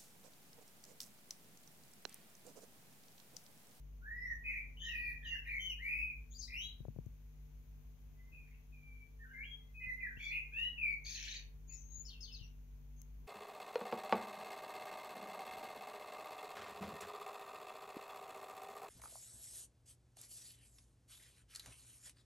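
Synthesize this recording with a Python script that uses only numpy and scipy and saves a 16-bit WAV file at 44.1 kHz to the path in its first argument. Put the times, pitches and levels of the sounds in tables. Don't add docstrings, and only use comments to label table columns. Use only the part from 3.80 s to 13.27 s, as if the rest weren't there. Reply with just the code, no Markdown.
import sys
import numpy as np
from scipy import signal
from scipy.fft import rfft, irfft, next_fast_len
from scipy.io import wavfile
from scipy.ndimage import uniform_filter1d, minimum_filter1d, map_coordinates

SR = 44100
rng = np.random.default_rng(int(sys.argv[2]) if len(sys.argv) > 2 else 0)


def wav_record(signal):
    frames = np.transpose(np.atleast_2d(signal))
    bounded = np.clip(frames, -1, 1)
    quanta = np.round(bounded * 32767).astype(np.int16)
    wavfile.write(sys.argv[1], SR, quanta)


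def invert_db(level):
    return 10 ** (np.asarray(level, dtype=float) / 20)


N = 417627


def unit(x):
    return x / np.sqrt(np.mean(x ** 2) + 1e-20)


def along(points, hz):
    f, v = np.transpose(points)
    return np.interp(np.log(hz + 1), np.log(f + 1), v)


def wobble(rate_hz, size=N):
    knots = rng.standard_normal(max(size, SR // 2) * 1500 // SR + 8)
    return map_coordinates(knots, [np.arange(size) * min(rate_hz, 1500) / SR])


def filtered(x, response):
    m = next_fast_len(N + SR // 2)
    return irfft(rfft(x, m) * response(np.fft.rfftfreq(m, 1 / SR)), m)[..., :N]


def add(track, start_s, sound, pan_db):
    part = track[:, round(start_s * SR):][:, :sound.shape[-1]]
    part += invert_db(np.array([[pan_db / 2], [-pan_db / 2]])) * sound[..., :part.shape[1]]


def rush(spectrum):
    # freq_hz, likeness
    alike = [(60, 0.35), (200, 0.33), (640, 0.28), (1400, 0)]
    # freq_hz, level_db
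    left = [(60, 4.5), (400, 1.5), (1300, 0.5), (4400, 1), (6500, 9), (8100, 3), (15000, 3.5)]

    def mid_side(hz):
        turn_rad = np.arccos(np.clip(along(alike, hz), -1, 1)) / 2
        return invert_db(along(spectrum, hz)) * [np.cos(turn_rad), np.sin(turn_rad)]

    mid, side = filtered(rng.standard_normal((2, N)), mid_side)
    ports = np.array([mid + side, mid - side])
    return unit(filtered(ports, lambda hz: invert_db(along(left, hz) * [[.5], [-.5]])))


def hiss():
    # freq_hz, density_db (per Hz)
    spectrum = [(530, -17), (900, -6.5), (956, -8), (1250, -10), (1530, -7), (1750, -9.5), (2480, -6),
                (2700, -9), (5130, -15.5), (6530, -9.5), (7740, -22.5), (14700, -8), (16200, -19)]
    return invert_db(-76.5 + 0.396 * wobble(1.6)) * rush(spectrum)


def traffic():
    # freq_hz, density_db (per Hz)
    spectrum = [(35, -31.5), (60, 0), (98, -15), (152, -13.5), (197, -19.5), (247, -22.5), (1200, -37),
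                (1560, -68.5), (2640, -120)]
    return invert_db(-67 + 1.6 * wobble(0.96) + 1.2 * wobble(9)) * rush(spectrum)


def engines():
    # time_s, firing_hz, level_db
    vehicles = [
        [(1.1, 55, -72.5), (2, 53.15, -60.5), (2.3, 54.2, -53.5), (2.6, 61, -60), (3.1, 61.06, -64),
         (3.5, 55.18, -67), (3.8, 55.76, -60), (4.3, 55.67, -64), (4.6, 54.14, -71), (5, 53.92, -61.5),
         (5.6, 53.15, -64), (6, 53, -74), (7.5, 58, -75), (8, 58.86, -63), (9.1, 54.3, -66)],
        [(.6, 90, -79), (1.3, 78, -70), (1.9, 66.6, -69.5), (2.3, 61.85, -80)],
    ]
    t = np.arange(N) / SR
    out = np.zeros(N)
    for rows in vehicles:
        s, hz, db = np.transpose(rows)
        phase = 2 * np.pi * np.cumsum(np.interp(t, s, hz)) / SR
        out += np.sqrt(2) * invert_db(np.interp(t, s, db)) * np.sin(phase)
    return out


def hum():
    # time_s, level_db
    swell = [
        (0.0, -52.5),
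        (1.53, -52),
        (4.96, -57.5),
        (6.06, -55),
        (9.47, -53.5),
    ]
    # multiple, level_db
    lines = [(2, -74.5), (3, -68), (5, -76.5), (7, -98), (9, -86)]
    s, db = np.transpose(swell)
    phase = 2 * np.pi * np.cumsum(49.12 + .25 * wobble(1.5)) / SR
    low = invert_db(np.interp(np.arange(N) / SR, s, db)) * np.sin(phase + 1.23 * wobble(2.7))
    upper = sum(invert_db(level_db + 1.9 * wobble(6)) * np.sin(k * phase + k) for k, level_db in lines)
    low_pan, upper_pan = invert_db(np.array([[.6], [-.6]])), invert_db(np.array([[2.5], [-2.5]]))
    return np.sqrt(2) * (low * low_pan + upper * upper_pan)


def street():
    lag_s = .00025
    out = hum() + traffic() + engines()
    out[0] = np.roll(out[0], round(lag_s * SR))
    return out


def wings():
    # start_s, peak_db, thump_hz, slap_db
    beats = [
        (3.003, -44, 108, -18),
        (3.051, -49, 72.9, -3),
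        (3.082, -40.5, 108.5, -12),
        (3.161, -46, 129, -14),
        (3.186, -41.5, 118, -9),
        (3.263, -41.5, 100.7, -21),
        (6.068, -49, 72.7, -36),
        (6.371, -49, 75.5, -18),
        (8.179, -51.5, 72.7, -27),
        (8.611, -45, 72.7, -33),
    ]
    # start_s, peak_db
    ticks = [
        (3.2605, -65),
        (9.2172, -49),
    ]
    out, t = np.zeros((2, N)), np.arange(SR // 12) / SR
    for s, db, hz, slap_db in beats:
        push = np.sin(2 * np.pi * hz * t) * (t / 0.0035) * np.exp(1 - t / 0.0029)
        slap_hz = 430 + 60 * rng.standard_normal()
        slap = np.sin(2 * np.pi * slap_hz * t) * (t / 0.0013) * np.exp(1 - t / 0.00075)
        wake = 0.11 * wobble(449, size=len(t)) * (t / 0.015) * np.exp(1 - t / 0.013)
        add(out, s + 0.0011, invert_db(db + 1.0) * (invert_db(slap_db + 7) * slap - push + wake), pan_db=20)
    for s, db in ticks:
        snap = .6 * np.diff(rng.standard_normal(len(t) + 1)) + np.sin(2 * np.pi * 6400 * t)
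        add(out, s, invert_db(db - 1.5) * snap * np.exp(-t / 0.0014), pan_db=10.0)
    return filtered(out, lambda hz: 1j * hz / (60 + 1j * hz))


def walls(x):
    # freq_hz, t60_s
    t60 = [(1500, .38), (3000, 0.3), (7000, 0.22)]
    hz, t, z = signal.stft(rng.standard_normal((4, SR // 2)), SR, nperseg=256)
    far = invert_db(-60 * (t / along(t60, hz)[:, None]) ** 1.49)
    near = 1.62 * invert_db(-60 * t / 0.12)
    tail = signal.istft(z * (far + near), SR, nperseg=256)[1]
    tail = tail + .1 * tail[::-1]
    late = np.pad(x, ((0, 0), (200, 0)))
    wet = signal.fftconvolve(np.vstack([late, late]), tail / np.linalg.norm(tail[0]), axes=1)[:, :N]
    drift_rad = 1.58 * wobble(24)
    return np.cos(drift_rad) * wet[:2] + np.sin(drift_rad) * wet[2:]


def port_db(hz):
    # freq_hz, gain_db
    left = [(2500, 0.5), (3800, -2), (5200, -5.5), (6500, 11.5), (7300, -16), (8300, -16), (9400, -4),
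            (12000, 0.5), (15500, 0.5)]
    # freq_hz, gain_db
    right = [(2500, 2.5), (3800, -1), (5200, -10), (6500, -9), (7300, -20.5), (8300, -23.5), (9400, -12),
             (12000, -12), (15500, -12.5)]
    return np.array([along(left, hz), along(right, hz)])


def rattle():
    # start_s, blip_hz, blip_db, buzz_db
    strokes = [
        (7.247, 4460, -51.5, -64.5),
        (7.264, 4530, -43, -62.5),
        (7.283, 4500, -47, -61.5),
        (7.319, 4610, -46.5, -59.5),
        (7.347, 4270, -42, -55.5),
        (7.394, 4200, -56, -57),
        (7.439, 4450, -51.5, -57.5),
        (7.482, 4180, -45, -56.5),
        (7.522, 4220, -46, -56.5),
        (7.563, 4460, -44.5, -66),
    ]
    blip_s, buzz_hz, last_buzz_s = .0075, 621, .04
    out = np.zeros((2, N))
    lengths_s = np.append(np.diff([row[0] for row in strokes]), last_buzz_s)
    for (s, blip_hz, blip_db, buzz_db), length_s in zip(strokes, lengths_s):
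        u = np.arange(round(blip_s * SR)) / (blip_s * SR)
        fall = 2 * np.pi * np.cumsum(blip_hz * (1.07 - .15 * u)) / SR
        add(out, s, invert_db(blip_db + 6.0) * np.sin(np.pi * u) * np.sin(fall), pan_db=3.0)

        u = np.arange(round(1.3 * length_s * SR)) / (1.3 * length_s * SR)
        pitch_hz = buzz_hz * (1.04 - .08 * u) + 45 * wobble(300, size=len(u))
        phase = 2 * np.pi * np.cumsum(pitch_hz) / SR
        shut_db = -1.5 * (s < 7.34)
        buzz = np.zeros((2, len(u)))
        for k in range(3, 26):
            throat_db = -.5 * k - 18.5 * (k > 11) - 4.7 * (k == 3) + 3 * (5 < k < 8) - 3 * (7 < k < 10)
            throat_db += shut_db * ((k < 6) + 3.3 * (k == 5) - 10 * (k > 14))
            gain = invert_db(port_db(k * buzz_hz) + throat_db)[:, None]
            shake = invert_db(4 * wobble(220, size=len(u)) - 3.0)
            buzz += gain * shake * np.sin(k * phase + 1.3 * k * k)
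        swell = np.sin(np.pi * u) ** 0.69 * invert_db(3.5 * wobble(600, size=len(u)) - 1.0)
        add(out, s, invert_db(buzz_db + 7.0) * swell * buzz, pan_db=-2.0)
    return out


def contour(u, start_hz, end_hz, held, haste):
    v = np.clip((u - held) / (1 - held), 0, 1)
    return start_hz + (end_hz - start_hz) * np.expm1(-haste * v) / np.expm1(-haste)


def sing(out, notes, haste, attack, release, sag_db, loss_db, rough_hz, strain_db, held=0, strongest=1):
    # freq_hz, left_right_db
    left_lean = [(1800, -3), (2500, 2), (4500, 5.5), (5400, 9), (6300, 18)]
    air_db, shrill_db = -35.5, 5
    for s, length_s, start_hz, end_hz, db in notes:
        t = np.arange(0, length_s + .012, 1 / SR)
        u, n = t / t[-1], len(t)
        aim_hz = contour(u, start_hz, end_hz, held, haste)
        pitch_hz = uniform_filter1d(aim_hz, size=300) + 0.76 * rough_hz * wobble(250.4, size=n)
        phase = 2 * np.pi * np.cumsum(pitch_hz) / SR / strongest
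        tone, port = np.zeros((2, n)), port_db(pitch_hz)
        for k in range(1, 15):
            if k * min(start_hz, end_hz) > 16000 * strongest:
                break
            step = k - strongest
            partial_hz = k * pitch_hz / strongest
            heard = invert_db(port_db(partial_hz) - port) * (partial_hz < 16000)
            clear = invert_db(loss_db * abs(step) ** 0.42 * (.55 if step < 0 else 1)) * (partial_hz < 8200)
            clear = clear * (1 + .5 * min(abs(step), 1) * wobble(299, size=n))
            strain = invert_db(strain_db - 4.5 + shrill_db * (partial_hz > 8200))
            hoarse = strain * wobble(900, size=n) * (step > 0)
            tone += heard * (clear + hoarse) * np.sin(k * phase)
        breath = np.clip(np.minimum(u / attack, (1 - u) / release), 0, 1)
        breath = breath * invert_db(sag_db * np.maximum(u - attack, 0))
        size = invert_db(db + 1.6 * wobble(69.9, size=n)) * breath
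        glide_hz_per_s = uniform_filter1d(np.abs(np.gradient(aim_hz)) * SR, size=400)
        blotch = (rough_hz / 350 + np.minimum(glide_hz_per_s / 52000.0, .4)) * wobble(450, size=n)
        air = invert_db(air_db) * min(rough_hz / 45, 1.6) * wobble(1450, size=n)
        sound = np.sqrt(2) * size * (1 + blotch + air) * tone
        add(out, s, sound, along(left_lean, max(start_hz, end_hz)))


def twitter():
    out = np.zeros((2, N))
    # start_s, length_s, start_hz, end_hz, level_db
    plunging = [
        (8.246, .085, 5350, 2890, -54),
        (8.403, .065, 5170, 3160, -49.5),
        (8.515, .07, 5040, 3145, -51.5),
    ]
    sing(out, plunging, haste=0.83, attack=.15, release=.25, sag_db=-23,
         loss_db=-40, rough_hz=125, strain_db=-31, held=.27)
    # start_s, length_s, start_hz, end_hz, level_db
    far = [
        (.35, .21, 5150, 5940, -75),
    ]
    sing(out, far, haste=2.2, attack=.3, release=0.19, sag_db=1.8,
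         loss_db=-40, rough_hz=31, strain_db=-27, held=0.35)
    # start_s, length_s, start_hz, end_hz, level_db
    wheeze = [
        (7.237, .15, 6395, 6310, -58.5),
    ]
    sing(out, wheeze, haste=.4, attack=0.13, release=0.25, sag_db=-1.2,
         loss_db=-40, rough_hz=210, strain_db=-28)
    # start_s, length_s, start_hz, end_hz, level_db
    thin = [
        (7.87, 0.087, 6570, 6920, -60),
        (7.942, .02, 6660, 6570, -61.5),
        (7.96, 0.064, 6300, 6210, -64),
        (8.03, 0.066, 6400, 6560, -66),
        (8.085, .14, 6470, 6834, -56.5),
        (8.13, .045, 4900, 4880, -80),
        (1.09, .25, 4700, 4410, -74),
        (8.25, 0.045, 5880, 5950, -67),
        (9.16, 0.051, 6480, 6460, -71.5),
    ]
    sing(out, thin, haste=2, attack=.35, release=0.22, sag_db=-1.2,
         loss_db=-40, rough_hz=53.5, strain_db=-30)
    # start_s, length_s, start_hz, end_hz, level_db
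    pips = [
        (2.608, 0.05, 4730, 4700, -52),
        (4.515, 0.15, 2610, 2430, -60),
        (4.92, 0.093, 2507, 2357, -63),
        (8.405, 0.049, 6430, 6170, -61.5),
        (8.525, .07, 6240, 6160, -69),
        (8.625, 0.054, 5900, 5700, -73),
    ]
    sing(out, pips, haste=2.4, attack=0.098, release=0.49, sag_db=-3.5,
         loss_db=-40, rough_hz=46, strain_db=-32)
    # start_s, length_s, start_hz, end_hz, level_db
    hissed = [(.98, .1, 3100, 3300, -59.5), (1.645, .06, 2150, 2300, -52.5), (4.62, .17, 2350, 2260, -71.5),
              (8.245, .04, 5000, 4900, -58.5), (8.29, .06, 3600, 3000, -61.5), (8.43, .1, 3500, 3500, -69),
              (8.55, .08, 4000, 3400, -69.5), (6.01, .05, 2800, 2750, -68),
              (6.36, 0.036, 2500, 3400, -63.5), (7.245, .1, 3700, 3500, -62.5),
              (2.55, .1, 12500, 11500, -72), (2.61, .06, 8300, 8300, -72), (.99, .1, 6300, 6500, -66.5),
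              (1.42, 0.089, 3200, 3100, -63.5), (1.03, 0.118, 5000, 5900, -73),
              (1.45, .1, 6700, 5900, -73.5), (2.5, .06, 6400, 7400, -67.5), (2.51, .05, 3200, 4600, -68),
              (2.543, .03, 4600, 4700, -60), (7.25, .14, 5100, 5400, -60), (7.36, 0.18, 3300, 3100, -58.5),
              (2.57, .035, 6700, 6200, -56), (2.585, .05, 5900, 4800, -58.5), (2.6, 0.1, 4250, 4000, -63.5),
              (2.6, 0.11, 5400, 5300, -63.5), (2.73, .12, 4600, 6700, -69), (7.885, 0.066, 4500, 4400, -73),
              (7.37, .14, 2690, 2200, -55), (7.47, 0.1214, 6320, 6290, -66)]
    sing(out, hissed, haste=.4, attack=0.26, release=.3, sag_db=-1.2,
         loss_db=-40, rough_hz=270, strain_db=-26.5)
    # start_s, length_s, start_hz, end_hz, level_db
    mixed = [
        (1.03, 0.11, 3670, 3810, -62),
        (1.44, .07, 3760, 3700, -67),
        (1.46, 0.11, 4900, 4670, -73),
        (1.66, 0.13, 3510, 4470, -75),
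        (6.44, .12, 4650, 4180, -64.5),
        (7.06, 0.12, 4700, 4460, -71),
        (7.885, 0.087, 2495, 2553, -67),
        (7.9, .06, 2020, 2080, -74.5),
        (7.92, .06, 5450, 5300, -70.5),
    ]
    sing(out, mixed, haste=2.5, attack=.12, release=.45, sag_db=-4,
         loss_db=-49, rough_hz=148.5, strain_db=-44.5)
    return out


def song():
    out = np.zeros((2, N))
    # start_s, length_s, start_hz, end_hz, level_db
    fluted = [
        (1.985, .3, 1683, 2554, -37.5),
    ]
    sing(out, fluted, haste=4.2, attack=.3, release=0.17, sag_db=-2.2,
         loss_db=-36, rough_hz=76, strain_db=-33)
    # start_s, length_s, start_hz, end_hz, level_db
    fading = [
        (6.965, .2, 2798, 2199, -34),
    ]
    sing(out, fading, haste=2.6, attack=.33, release=0.24, sag_db=-13,
         loss_db=-44, rough_hz=70, strain_db=-38)
    # start_s, length_s, start_hz, end_hz, level_db
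    openers = [
        (.21, .235, 1290, 1992, -43.5),
        (1.42, .062, 1662, 1863, -48),
    ]
    sing(out, openers, haste=3.5, attack=.45, release=0.18, sag_db=-2.1,
         loss_db=-46, rough_hz=34, strain_db=-43)
    # start_s, length_s, start_hz, end_hz, level_db
    reedy = [
        (1.01, .35, 1769, 1935, -45.5),
        (1.105, 0.24, 2680, 2410, -41.5),
        (1.445, 0.049, 3185, 2814, -48.5),
        (1.54, 0.053, 2802, 2785, -44.5),
        (2.812, 0.087, 3800, 3884, -49),
        (1.5, .07, 2090, 1990, -54),
    ]
    sing(out, reedy, haste=3.4, attack=.2, release=.2, sag_db=-2.1,
         loss_db=-33, rough_hz=60, strain_db=-30.5)
    # start_s, length_s, start_hz, end_hz, level_db
    tipped = [
        (.425, .11, 1975, 1750, -39),
        (1.518, .035, 1880, 1600, -43.5),
        (2.26, .06, 2540, 2200, -44.5),
        (6.21, .058, 2060, 1600, -40.5),
        (5.53, .11, 2070, 2500, -45.5),
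    ]
    sing(out, tipped, haste=-3, attack=.3, release=.15, sag_db=-.6,
         loss_db=-44, rough_hz=41.5, strain_db=-42)
    # start_s, length_s, start_hz, end_hz, level_db
    bright = [
        (1.79, .095, 3111, 3003, -42),
        (1.892, 0.02, 2932, 2830, -39),
    ]
    sing(out, bright, haste=-3.5, attack=0.23, release=.1, sag_db=1.8,
         loss_db=-26, rough_hz=22, strain_db=-30)
    # start_s, length_s, start_hz, end_hz, level_db
    climbs = [
        (2.71, .14, 2245, 3400, -43.5),
    ]
    sing(out, climbs, haste=-.3, attack=.25, release=0.13, sag_db=-4,
         loss_db=-21, rough_hz=105, strain_db=-28.5)
    # start_s, length_s, start_hz, end_hz, level_db
    steady = [(1.49, 0.048, 2800, 2770, -41), (4.36, .155, 2000, 2076, -71), (4.98, 0.3, 2365, 2305, -61),
              (5.39, 0.074, 1814, 1832, -58), (5.48, 0.076, 2870, 2870, -81),
              (5.645, 0.12, 3228, 3305, -53), (5.79, .12, 2050, 2066, -75.5),
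              (5.94, 0.066, 2524, 2510, -53), (6.0, 0.055, 2520, 2460, -45.5),
              (6.0, 0.074, 2050, 2030, -44.5), (6.065, .1, 2035, 2048, -38), (6.15, 0.072, 2050, 2053, -49)]
    sing(out, steady, haste=0.27, attack=0.28, release=0.26, sag_db=-2.1,
         loss_db=-43, rough_hz=24.5, strain_db=-38)
    # start_s, length_s, start_hz, end_hz, level_db
    hoarse = [(.635, 0.19, 2545, 2408, -41.5), (.64, .16, 2123, 1950, -50), (.66, 0.14, 2254, 2075, -48),
              (1.91, 0.025, 2790, 2390, -53.5), (.965, 0.045, 2802, 3120, -55.5),
              (1.0, 0.091, 3145, 3020, -47.5), (1.08, .035, 3000, 2646, -46), (2.03, 0.22, 1900, 2300, -46),
              (8.28, 0.013, 4520, 4310, -53), (8.433, .012, 4580, 4370, -52.5),
              (8.54, 0.011, 4530, 4370, -54), (1.648, 0.14, 1808, 2152, -48.5),
              (1.675, .14, 2440, 2126, -41), (5.43, 0.047, 1833, 1413, -58.5), (5.48, .14, 1414, 1748, -57),
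              (5.63, 0.021, 2500, 3170, -53), (8.26, .04, 3010, 2890, -71), (6.26, .08, 1900, 1500, -56.5),
              (6.2, 0.038, 2478, 2345, -49.5), (2.675, .1, 1980, 2148, -53),
              (2.68, 0.11, 2350, 2310, -56.5), (6.39, .11, 2328, 2330, -44.5), (6.5, .1, 2400, 2502, -38),
              (6.52, 0.082, 2800, 2760, -51), (7.262, .05, 2407, 2386, -52),
              (6.5, 0.091, 2120, 2156, -45.5), (7.48, .11, 3780, 3850, -54.5),
              (8.09, 0.11, 3950, 3910, -79.5), (8.325, 0.051, 2805, 2610, -60.5),
              (8.475, 0.023, 3150, 2990, -57.5), (8.5, 0.052, 2700, 2682, -67.5),
              (8.585, .06, 3196, 2684, -62.5)]
    sing(out, hoarse, haste=1.2, attack=0.16, release=0.24, sag_db=-.2,
         loss_db=-45, rough_hz=92, strain_db=-35)
    # start_s, length_s, start_hz, end_hz, level_db
    stacked = [
        (6.715, .19, 2300, 2950, -39),
    ]
    sing(out, stacked, haste=3, attack=.3, release=.3, sag_db=3.7,
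         loss_db=-30, rough_hz=33.5, strain_db=-40, strongest=3)
    # start_s, length_s, start_hz, end_hz, level_db
    nasals = [
        (6.385, .11, 3250, 3472, -50.5),
    ]
    sing(out, nasals, haste=4, attack=.35, release=.3, sag_db=-0.5,
         loss_db=-12, rough_hz=95.5, strain_db=-32.5, strongest=3)
    return out


def bird():
    # freq_hz, phase_rad
    trail = [(1500, 1.8), (1900, 1.18), (3000, 1.55), (3800, 0.91), (4700, .5), (6400, 0.85)]

    def throat_and_notch(hz):
        return 1 / (1 + (1400 / (hz + 1)) ** 18) * invert_db(-5 * (np.abs(hz - 7900) < 800))

    def lag(hz):
        return np.exp(-.5j * along(trail, hz) * np.array([[1], [-1]]))

    direct = filtered(song() + twitter() + rattle(), throat_and_notch)
    return filtered(invert_db(-4) * direct + invert_db(-4.5) * walls(direct), lag)


def scene():
    return hiss() + street() + wings() + bird()


def roll_off(x):
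    return signal.sosfilt(signal.butter(12, 16320, fs=SR, output="sos"), x)


def record(dry):
    z = signal.stft(filtered(dry, lambda hz: hz < 15750), nperseg=1024)[2]
    power = uniform_filter1d(np.abs(z) ** 2, size=8, axis=1)
    loudest_below = -minimum_filter1d(-power, size=31, axis=1, origin=15)
    bins = np.arange(z.shape[1])
    margin_db = np.interp(bins, [66, 67, 120, 165], [-150, -41, -41, -33])[:, None]
    z = z * (power > invert_db(2 * margin_db) * loudest_below)
    mix = signal.istft(z, nperseg=1024)[1][:, :N]
    return roll_off(mix)


dry = scene()
out = record(dry)
wav_record(out)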